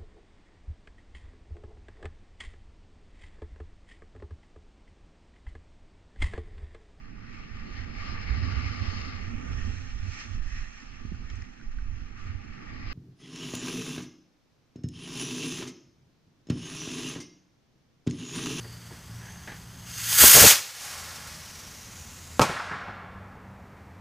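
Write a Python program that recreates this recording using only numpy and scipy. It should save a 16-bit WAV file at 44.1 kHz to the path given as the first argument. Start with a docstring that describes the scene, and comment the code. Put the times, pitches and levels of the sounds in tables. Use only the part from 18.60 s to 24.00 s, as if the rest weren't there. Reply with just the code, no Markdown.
"""Firework rocket from a front garden

Brick houses stand around one microphone near the pad; far traffic hums as two engine tones over rumbling noise.
Shoes scuff as bursts of gritty noise; the fuse hisses, the motor roars, and distance fades the noise of the jet.
The shell bursts as needles of pressure, and decaying noise makes the echoes that roll round the estate.
The recorder's limiter ducks under the launch and the bang, holds, then lets the surroundings swell back."""
import sys
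import numpy as np
from scipy import signal
from scipy.fft import rfft, irfft, next_fast_len
from scipy.io import wavfile
from scipy.ndimage import uniform_filter1d, minimum_filter1d

SR = 44100
rng = np.random.default_rng(int(sys.argv[2]) if len(sys.argv) > 2 else 0)


def put_to_file(sound):
    """Save the sound as 16-bit audio at rate SR, in the file named by the first command-line argument."""
    columns = np.atleast_2d(sound).T  # one column per channel
    safe = np.clip(columns, -1, 1)
    whole_steps = np.round(safe * 32767)
    wavfile.write(sys.argv[1], SR, whole_steps.astype(np.int16))


N = 238263
T = np.arange(N) / SR   # seconds

# Colour of the open air and road rumble. Each row: frequency in Hz, density in dB per Hz.
AIR_COLOUR = [(20, -19.5), (45, -5.5), (80, 2), (130, -4), (210, -5.5), (330, -16.5), (600, -20),
              (950, -17), (2000, -20), (3200, -33.5), (7000, -39.5), (10000, -45.5), (16000, -44.5)]
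# A distant engine holding its speed. Each row: time in s, firing rate in Hz, level in dB before the trim.
DRONE = [(0.04, 114.7, -42), (0.452, 116.8, -55), (0.552, 116.0, -43), (0.724, 117.8, -54),
         (1.254, 116.6, -50), (1.55, 112.3, -44)]
# A distant car picking up speed, then easing.
# Each row: time in s, firing rate in Hz, level in dB, second order in dB above it.
CAR = [(2.3, 79.5, -56, -11.5), (2.8, 80.8, -60.5, 6.5), (3.1, 81.7, -68, -10), (3.65, 84, -50, -20.5),
       (4.2, 90.76, -51, -1.5), (4.7, 98, -53.5, 0.5), (5.4, 92.8, -57, -5)]
DRONE_FADE_DB_PER_S, CAR_FADE_DB_PER_S = 22, 19.5   # after the drone's last row, before the car's first
DRONE_OVERTONE_DB = -56.5   # its 1.5th order, steady until the drone fades

# Shoes on the drive. Each row: start in s, scuff level in dB, scuff rise in s, scuff t60 in s, heel level in dB.
STEPS = [(.042, -46.5, 0.0072, .1, -39), (.306, -49, .006, 0.36, -40), (.6, -37, 0.091, .55, -58),
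         (0.873, -36.5, .002, .25, -40), (0.917, -42.5, .005, 0.12, -50), (5.165, -51.5, .005, .15, -59)]
# Colour of a sole on gritty tarmac. Each row: frequency in Hz, density in dB per Hz.
SOLE_COLOUR = [(60, -1), (150, 9), (350, -7), (550, -7), (850, 3), (1250, -6), (1700, 7.5), (2250, -2.5),
               (3200, -8.5), (12000, -33)]

# First reflections off walls and paving round the garden. Each row: delay in ms, level in dB.
GARDEN_ECHOES = [(3.63, -15), (8.31, -16), (15.87, -15), (22.59, -14), (37.22, -15), (51.74, -16)]
# The burst and its echoes off the ground and near walls.
# Each row: time in s, strength in dB, share of the sharp shock from 0 to 1.
BANG = [(3.7951, 7, .8), (3.7988, 5.5, .65), (3.8031, -5, .05), (3.8108, 1, .1), (3.8177, 4, .9),
        (3.8192, -1, .4)]
BURST_S = BANG[0][0]
# Echoes off far houses. Each row: start in s, dull level in dB, bright level in dB, t60 in s.
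FAR_ECHOES = [(3.894, -21.5, -37, 0.15), (3.962, -38.5, -22.5, 0.15), (3.995, -32.5, -20.5, 0.064),
              (4.112, -32, -25.5, 0.27), (4.21, -43, -34, 0.12), (4.282, -33, -32, 0.12),
              (4.439, -36, -49, 0.067), (4.9, -53, -64, 0.15)]
# Colour of scatter from near roofs and shrubs. Each row: frequency in Hz, density in dB per Hz.
SCATTER_COLOUR = [(40, -23), (130, 8), (300, -0.5), (520, 1), (800, 2.5), (1300, 1), (1800, -27),
                  (2300, -5), (3000, -12.5), (6500, -11.5), (10000, -23.5), (16000, -33)]
# Colour of the bang rolling round the estate. Each row: frequency in Hz, density in dB per Hz.
BANG_ROLL_COLOUR = [(60, -10), (180, -10), (380, -14.5), (700, -2.5), (1400, 1.5), (2000, -3), (3000, -9),
                    (6000, -10), (10000, -17), (16000, -28)]
# Colour of the launch coming back from the houses. Each row: frequency in Hz, density in dB per Hz.
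LAUNCH_ROLL_COLOUR = [(60, -9), (380, -14.5), (700, -4), (1400, 0.5), (2000, -1.5), (3200, -15), (5200, 0),
                      (10000, -2.5), (16000, -11)]
# How long the roll lasts at each pitch. Each row: frequency in Hz, t60 in s.
ROLL_T60 = [(100, 2.4), (900, 1.97), (1800, 1.84), (3500, 1.28), (6500, 0.84), (13000, 0.58)]
HOUSE_ECHO_S = 0.28   # the far house fronts answer the launch this much later

# Colours of the jet's hiss, treble fizz and low roar. Each row: frequency in Hz, density in dB per Hz.
HISS_COLOUR = [(200, -24), (500, -8), (900, -4.5), (1600, -0.5), (2400, 0.5), (3500, -0.5), (5000, 1),
               (6500, 1), (8500, -4), (11000, -7), (16000, -17.5)]
FIZZ_COLOUR = [(5000, -23.5), (8000, -4), (10500, -5.5), (13500, -2.5), (16000, -5)]
ROAR_COLOUR = [(25, -20), (50, -8.5), (80, 2.5), (160, -1.5), (270, -12.5), (430, -2.5), (600, -5),
               (900, -10.5), (1500, -14), (3500, -27.5)]
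# Level of the treble fizz. Each row: time in s, level in dB above the hiss.
FIZZ_LEVEL = [(0, -8), (1.33, -7.5), (1.63, 5.5), (1.9, -0.5), (2.02, -10), (3.78, -8.5)]
# The burning tube sings faintly. Each row: time in s, centre in Hz, level in dB above the hiss.
SINGING = [(.17, 4650, -4), (.42, 4770, -20), (.7, 6300, -2), (1.0, 6296, -11), (1.72, 6665, -7),
           (2.3, 5910, -15), (2.75, 5116, -7.5), (3.35, 6450, -3.5), (3.78, 7010, -5)]
# Sparks spitting from the rocket. Each row: start in s, level in dB.
SPITS = [(1.528, -18), (2.507, -39)]
# Gusts of exhaust striking the ground. Each row: time in s, level in dB, half length in s.
BLASTS = [(1.64, -13.5, 0.0043), (1.66, -25.5, 0.046), (1.772, -7, 0.019), (1.817, -7, 0.016),
          (1.847, -1.5, 0.022)]
# The propellant catches in sudden steps. Each row: time in s, gain in dB, half length in s.
FLARES = [(1.26, 8.6, .03), (1.584, 7, .012)]
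FUSE_DB, FULL_THRUST_DB = -52.5, 7   # hiss heard from the pad
MOTOR_LIT_S, LIFT_OFF_S = 1.292, 1.9113
PAD_DISTANCE_M, LAUNCH_M_PER_S, DRAG_S = 3.75, 88.6, 0.92
FALL_DB_PER_DOUBLING, ROAR_KEEPS_DB_PER_DOUBLING = 13.2, 2.5   # the roar falls by the difference
ROAR_DB = -24.5   # at lift-off, relative to the hiss
REFLECTION_LAG_MS, REFLECTION_SHARE = .63, .3   # a near reflection combs the hiss
SINGING_CALM_WIDTH_HZ, SINGING_TURBULENT_WIDTH_HZ = 750, 2100
CALM_LOW_CUT_HZ = 950   # the calm jet has no body of hiss below this
CUTOFF_HZ = 15400   # top of the recorder's band


def from_db(db):
    """Decibels to an amplitude factor."""
    return 10 ** (np.asarray(db) / 20)


def rms_one(x):
    """Scale a signal to an rms of 1."""
    return x / np.sqrt(np.mean(x ** 2) + 1e-20)


def in_time(rows):
    """Each column of a curve, sample by sample."""
    times, *columns = np.transpose(rows)
    return [np.interp(T, times, column) for column in columns]


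def at_hz(points, hz):
    """Read a table on a log-frequency axis."""
    table_hz, value = np.transpose(points)
    return np.interp(np.log(np.maximum(hz, 1)), np.log(table_hz), value)


def noise(colour):
    """Steady noise of a given colour, rms 1."""
    size = next_fast_len(N)
    gain = from_db(at_hz(colour, np.fft.rfftfreq(size, 1 / SR)))
    white = rng.standard_normal(size)
    return rms_one(irfft(rfft(white) * gain, size)[:N])


def butter(x, hz, kind, order=2):
    """Butterworth filter, kept below the top of the band."""
    sos = signal.butter(order, np.minimum(hz, SR / 2 - 100), kind, fs=SR, output="sos")
    return signal.sosfilt(sos, x + 1e-18)


def drift(rate_hz):
    """Random wander of rms 1, straight lines between `rate_hz` random points a second."""
    knots = rng.standard_normal(4096)
    return rms_one(np.interp(T * rate_hz, np.arange(len(knots)), knots))


def blow(start_s, rise_s, t60_s):
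    """An envelope that swells quickly and dies away."""
    age = np.maximum(T - start_s, 0)
    return (1 - np.exp(-age / rise_s)) * from_db(-60 * age / t60_s)


def narrow_noise(hz, width_hz):
    """Noise in one resonance whose centre and width move."""
    knots = rng.standard_normal(N) + 1j * rng.standard_normal(N)
    wobble = np.interp(np.cumsum(width_hz) / SR, np.arange(N), knots)
    carrier = np.exp(2j * np.pi * np.cumsum(hz) / SR)
    return rms_one(np.real(wobble * carrier))


def garden(x):
    """Add the first reflections off paving and walls, then bring the sum to rms 1."""
    echoes = sum(from_db(db) * np.interp(T - ms / 1000, T, x, left=0) for ms, db in GARDEN_ECHOES)
    return rms_one(x + echoes)


def engine_phase(hz, waver):
    """The turning of an engine whose speed wavers a little."""
    return 2 * np.pi * np.cumsum(hz * (1 + waver * drift(18))) / SR


def traffic(air_db=-48.5, waver_db=2, drone_trim_db=-1.5):
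    """Two wavering engine notes in a low rumble far off: one dies away as the other comes up."""
    hz, level_db = in_time(DRONE)
    phase = engine_phase(hz, waver=.014)
    gone_db = DRONE_FADE_DB_PER_S * np.maximum(T - DRONE[-1][0], 0)
    note = from_db(drone_trim_db + level_db) * np.sin(phase)
    overtone = from_db(DRONE_OVERTONE_DB) * np.sin(1.5 * phase)
    drone = from_db(-gone_db) * (note + overtone)

    hz, level_db, second_db = in_time(CAR)
    phase = engine_phase(hz, waver=.026)
    far_db = CAR_FADE_DB_PER_S * np.maximum(CAR[0][0] - T, 0)
    car = from_db(level_db - far_db) * (np.sin(phase) + from_db(second_db) * np.sin(2 * phase))

    hum = np.sqrt(2) * from_db(waver_db * drift(12)) * (drone + car)   # root 2: sine levels as rms
    return hum + from_db(air_db) * noise(AIR_COLOUR)


def shoes(grit_db=1.5, heel_low_hz=130, heel_high_hz=430, heel_t60_s=0.13):
    """A heel thuds softly and the sole grinds on gritty tarmac, its noise flickering in level."""
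    scuff = sum(from_db(db) * blow(s, rise, t60) for s, db, rise, t60, _ in STEPS)
    thud = sum(from_db(db) * blow(s, 0.0059, heel_t60_s) for s, _, _, _, db in STEPS)
    sole = noise(SOLE_COLOUR) * from_db(grit_db * drift(270))
    heel = rms_one(butter(rng.standard_normal(N), [heel_low_hz, heel_high_hz], "band"))
    return scuff * sole + thud * heel


def far_rumble(level_db=-44, rise_s=0.42, t60_s=7.4, low_hz=170, high_hz=1100):
    """The last of the bang lingers, dull and even, from streets far away."""
    dull = rms_one(butter(noise(SCATTER_COLOUR), [low_hz, high_hz], "band"))
    return from_db(level_db) * blow(BURST_S, rise_s, t60_s) * dull


def roll(colour, start_s, rise_s, level_db):
    """Countless far echoes of a loud sound as decaying noise; the air takes the treble first."""
    spectrum = rfft(garden(noise(colour)))
    hz = np.fft.rfftfreq(N, 1 / SR)
    edges = 45 * 2 ** np.arange(0, 9, 1 / 3)   # third octaves, Hz
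    out = np.zeros(N)
    for low, high in zip(edges, edges[1:]):
        band = irfft(spectrum * ((hz >= low) & (hz < high)), N)
        out += band * blow(start_s, rise_s, at_hz(ROLL_T60, np.sqrt(low * high)))
    return from_db(level_db) * out


def far_echoes(low_hz=110, high_hz=1000, bright_low_hz=1100, bright_high_hz=2100):
    """House fronts send the bang back as dull slaps, tiled roofs and trees as brighter smears."""
    dull = sum(from_db(db) * blow(s, 0.0012, t60) for s, db, _, t60 in FAR_ECHOES)
    bright = sum(from_db(db) * blow(s, 0.0033, t60) for s, _, db, t60 in FAR_ECHOES)
    slap = rms_one(butter(noise(SCATTER_COLOUR), [low_hz, high_hz], "band"))
    smear = rms_one(butter(noise(BANG_ROLL_COLOUR), [bright_low_hz, bright_high_hz], "band"))
    return dull * slap + bright * smear


def near_scatter(thud_db=-10, thud_t60_s=0.21, thud_hz=1300,
                 boom_db=-20, boom_t60_s=0.19, boom_low_hz=100, boom_high_hz=250,
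                 spray_db=-5, spray_start_s=3.812, spray_t60_s=0.13, spray_low_hz=130):
    """A dull thud and a low boom follow the burst, then a dense spray of echoes from roofs and shrubs."""
    dull = butter(noise(SCATTER_COLOUR), thud_hz, "low")
    thud = from_db(thud_db) * blow(BURST_S, 0.0041, thud_t60_s) * dull
    deep = rms_one(butter(rng.standard_normal(N), [boom_low_hz, boom_high_hz], "band"))
    boom = from_db(boom_db) * blow(BURST_S, 0.007, boom_t60_s) * deep
    scattered = butter(noise(SCATTER_COLOUR), spray_low_hz, "high")
    spray = from_db(spray_db) * blow(spray_start_s, 0.0038, spray_t60_s) * scattered
    return thud + boom + spray


def burst(shock_s=.00005, suction_lag_s=0.0005, suction_s=0.00021, low_cut_hz=90):
    """A needle of pressure with a rounded suction behind it, repeated by each near surface."""
    out = np.zeros(N)
    for s, strength_db, sharp in BANG:
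        age = T - round(s * SR) / SR   # the needle's tip falls on a sample
        shock = np.exp(-np.abs(age) / shock_s)
        suction = np.exp(-((age - suction_lag_s) / suction_s) ** 2)
        out += from_db(strength_db) * (sharp * shock - suction)
    return butter(out, low_cut_hz, "high", order=1)


def flight():
    """Thrust (0-1) and doublings of distance for a rocket launched fast and braked by drag."""
    thrust = np.clip((T - MOTOR_LIT_S) / (LIFT_OFF_S - MOTOR_LIT_S), 0, 1)
    airborne_s = np.maximum(T - LIFT_OFF_S, 0)
    flown_m = LAUNCH_M_PER_S * DRAG_S * (1 - np.exp(-airborne_s / DRAG_S))
    return thrust, np.log2(1 + flown_m / PAD_DISTANCE_M)


def motor_level(thrust):
    """The hiss on the pad in dB: a steady climb with sudden flares on the way."""
    flares_db = sum(db * .5 * (1 + np.tanh((T - s) / half)) for s, db, half in FLARES)
    climb_db = FULL_THRUST_DB - FUSE_DB - flares_db[-1]
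    return FUSE_DB + climb_db * thrust + flares_db


def jet_hiss(turbulence):
    """Hiss and fizz from the nozzle; turbulence adds body and blurs away a comb-like reflection."""
    fizz_db, = in_time(FIZZ_LEVEL)
    body = turbulence * butter(garden(noise(HISS_COLOUR)), CALM_LOW_CUT_HZ, "low")
    upper = butter(garden(noise(HISS_COLOUR)), CALM_LOW_CUT_HZ, "high")
    direct = body + upper + from_db(fizz_db) * garden(noise(FIZZ_COLOUR))
    mirrored = np.interp(T - REFLECTION_LAG_MS / 1000, T, direct)
    share = REFLECTION_SHARE * (1 - turbulence)
    return (direct + share * mirrored) / np.sqrt(1 + share ** 2)


def tube_singing(turbulence, low_cut_hz=3000):
    """The burning tube resonates as narrow noise that widens with turbulence."""
    hz, level_db = in_time(SINGING)
    width_hz = SINGING_CALM_WIDTH_HZ + (SINGING_TURBULENT_WIDTH_HZ - SINGING_CALM_WIDTH_HZ) * turbulence
    return from_db(level_db) * garden(butter(narrow_noise(hz, width_hz), low_cut_hz, "high"))


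def rocket(flutter_db=.9, flutter_rate_hz=120, spit_t60_s=0.024, turbulence_power=3.2, burn_out_t60_s=0.52):
    """Turbulent gas hisses and sings, and a low roar surges when the exhaust beats on the ground."""
    thrust, doublings = flight()
    turbulence = thrust ** turbulence_power
    level_db = motor_level(thrust) - FALL_DB_PER_DOUBLING * doublings
    flutter = flutter_db * drift(flutter_rate_hz)
    jet = from_db(level_db + flutter) * (jet_hiss(turbulence) + tube_singing(turbulence))

    blasts = sum(from_db(db) * np.exp(-((T - s) / half) ** 2) for s, db, half in BLASTS)
    roar_db = level_db + ROAR_DB + ROAR_KEEPS_DB_PER_DOUBLING * doublings
    roar = (turbulence * from_db(roar_db) + blasts) * garden(noise(ROAR_COLOUR))

    spits = sum(from_db(db) * blow(s, 0.00049, spit_t60_s) for s, db in SPITS) * noise(HISS_COLOUR)
    burning = from_db(-60 * np.maximum(T - BURST_S, 0) / burn_out_t60_s)   # dies away after the burst
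    return burning * (jet + roar) + spits


def scene():
    """One microphone hears it all, the same in both channels."""
    surroundings = traffic() + shoes()
    bang_tail = far_rumble() + roll(BANG_ROLL_COLOUR, start_s=BURST_S, rise_s=0.0099, level_db=-22)
    bang = bang_tail + far_echoes() + near_scatter() + burst()
    launch_roll = roll(LAUNCH_ROLL_COLOUR, start_s=LIFT_OFF_S + HOUSE_ECHO_S, rise_s=0.038, level_db=-26.5)
    mono = surroundings + bang + launch_roll + rocket()
    return np.array([mono, mono])


def limiter(x, ceiling_db=-8.5, hold_s=0.22, release_s=0.4):
    """The gain drops at once under a loud sound, is held, then creeps back."""
    power = uniform_filter1d(np.mean(x ** 2, axis=0), size=96)
    level = np.sqrt(np.maximum(power, 1e-12))
    wanted = np.minimum(1, from_db(ceiling_db) / level)
    half = int(hold_s * SR / 2)
    held = minimum_filter1d(wanted, 2 * half + 1, origin=half)   # lowest gain of the last hold_s
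    fade = np.exp(-T / release_s)
    reduction = np.maximum.accumulate((1 - held) / fade) * fade   # recovers exponentially
    return x * (1 - reduction)


def record(dry):
    """Limiter, clipping just under full scale and a steep cut of the top before and after."""
    top_cut = signal.ellip(10, .05, 50, CUTOFF_HZ, fs=SR, output="sos")
    limited = limiter(signal.sosfiltfilt(top_cut, dry))
    return signal.sosfiltfilt(top_cut, np.clip(limited, -.92, .92))


dry = scene()
out = record(dry)
put_to_file(out)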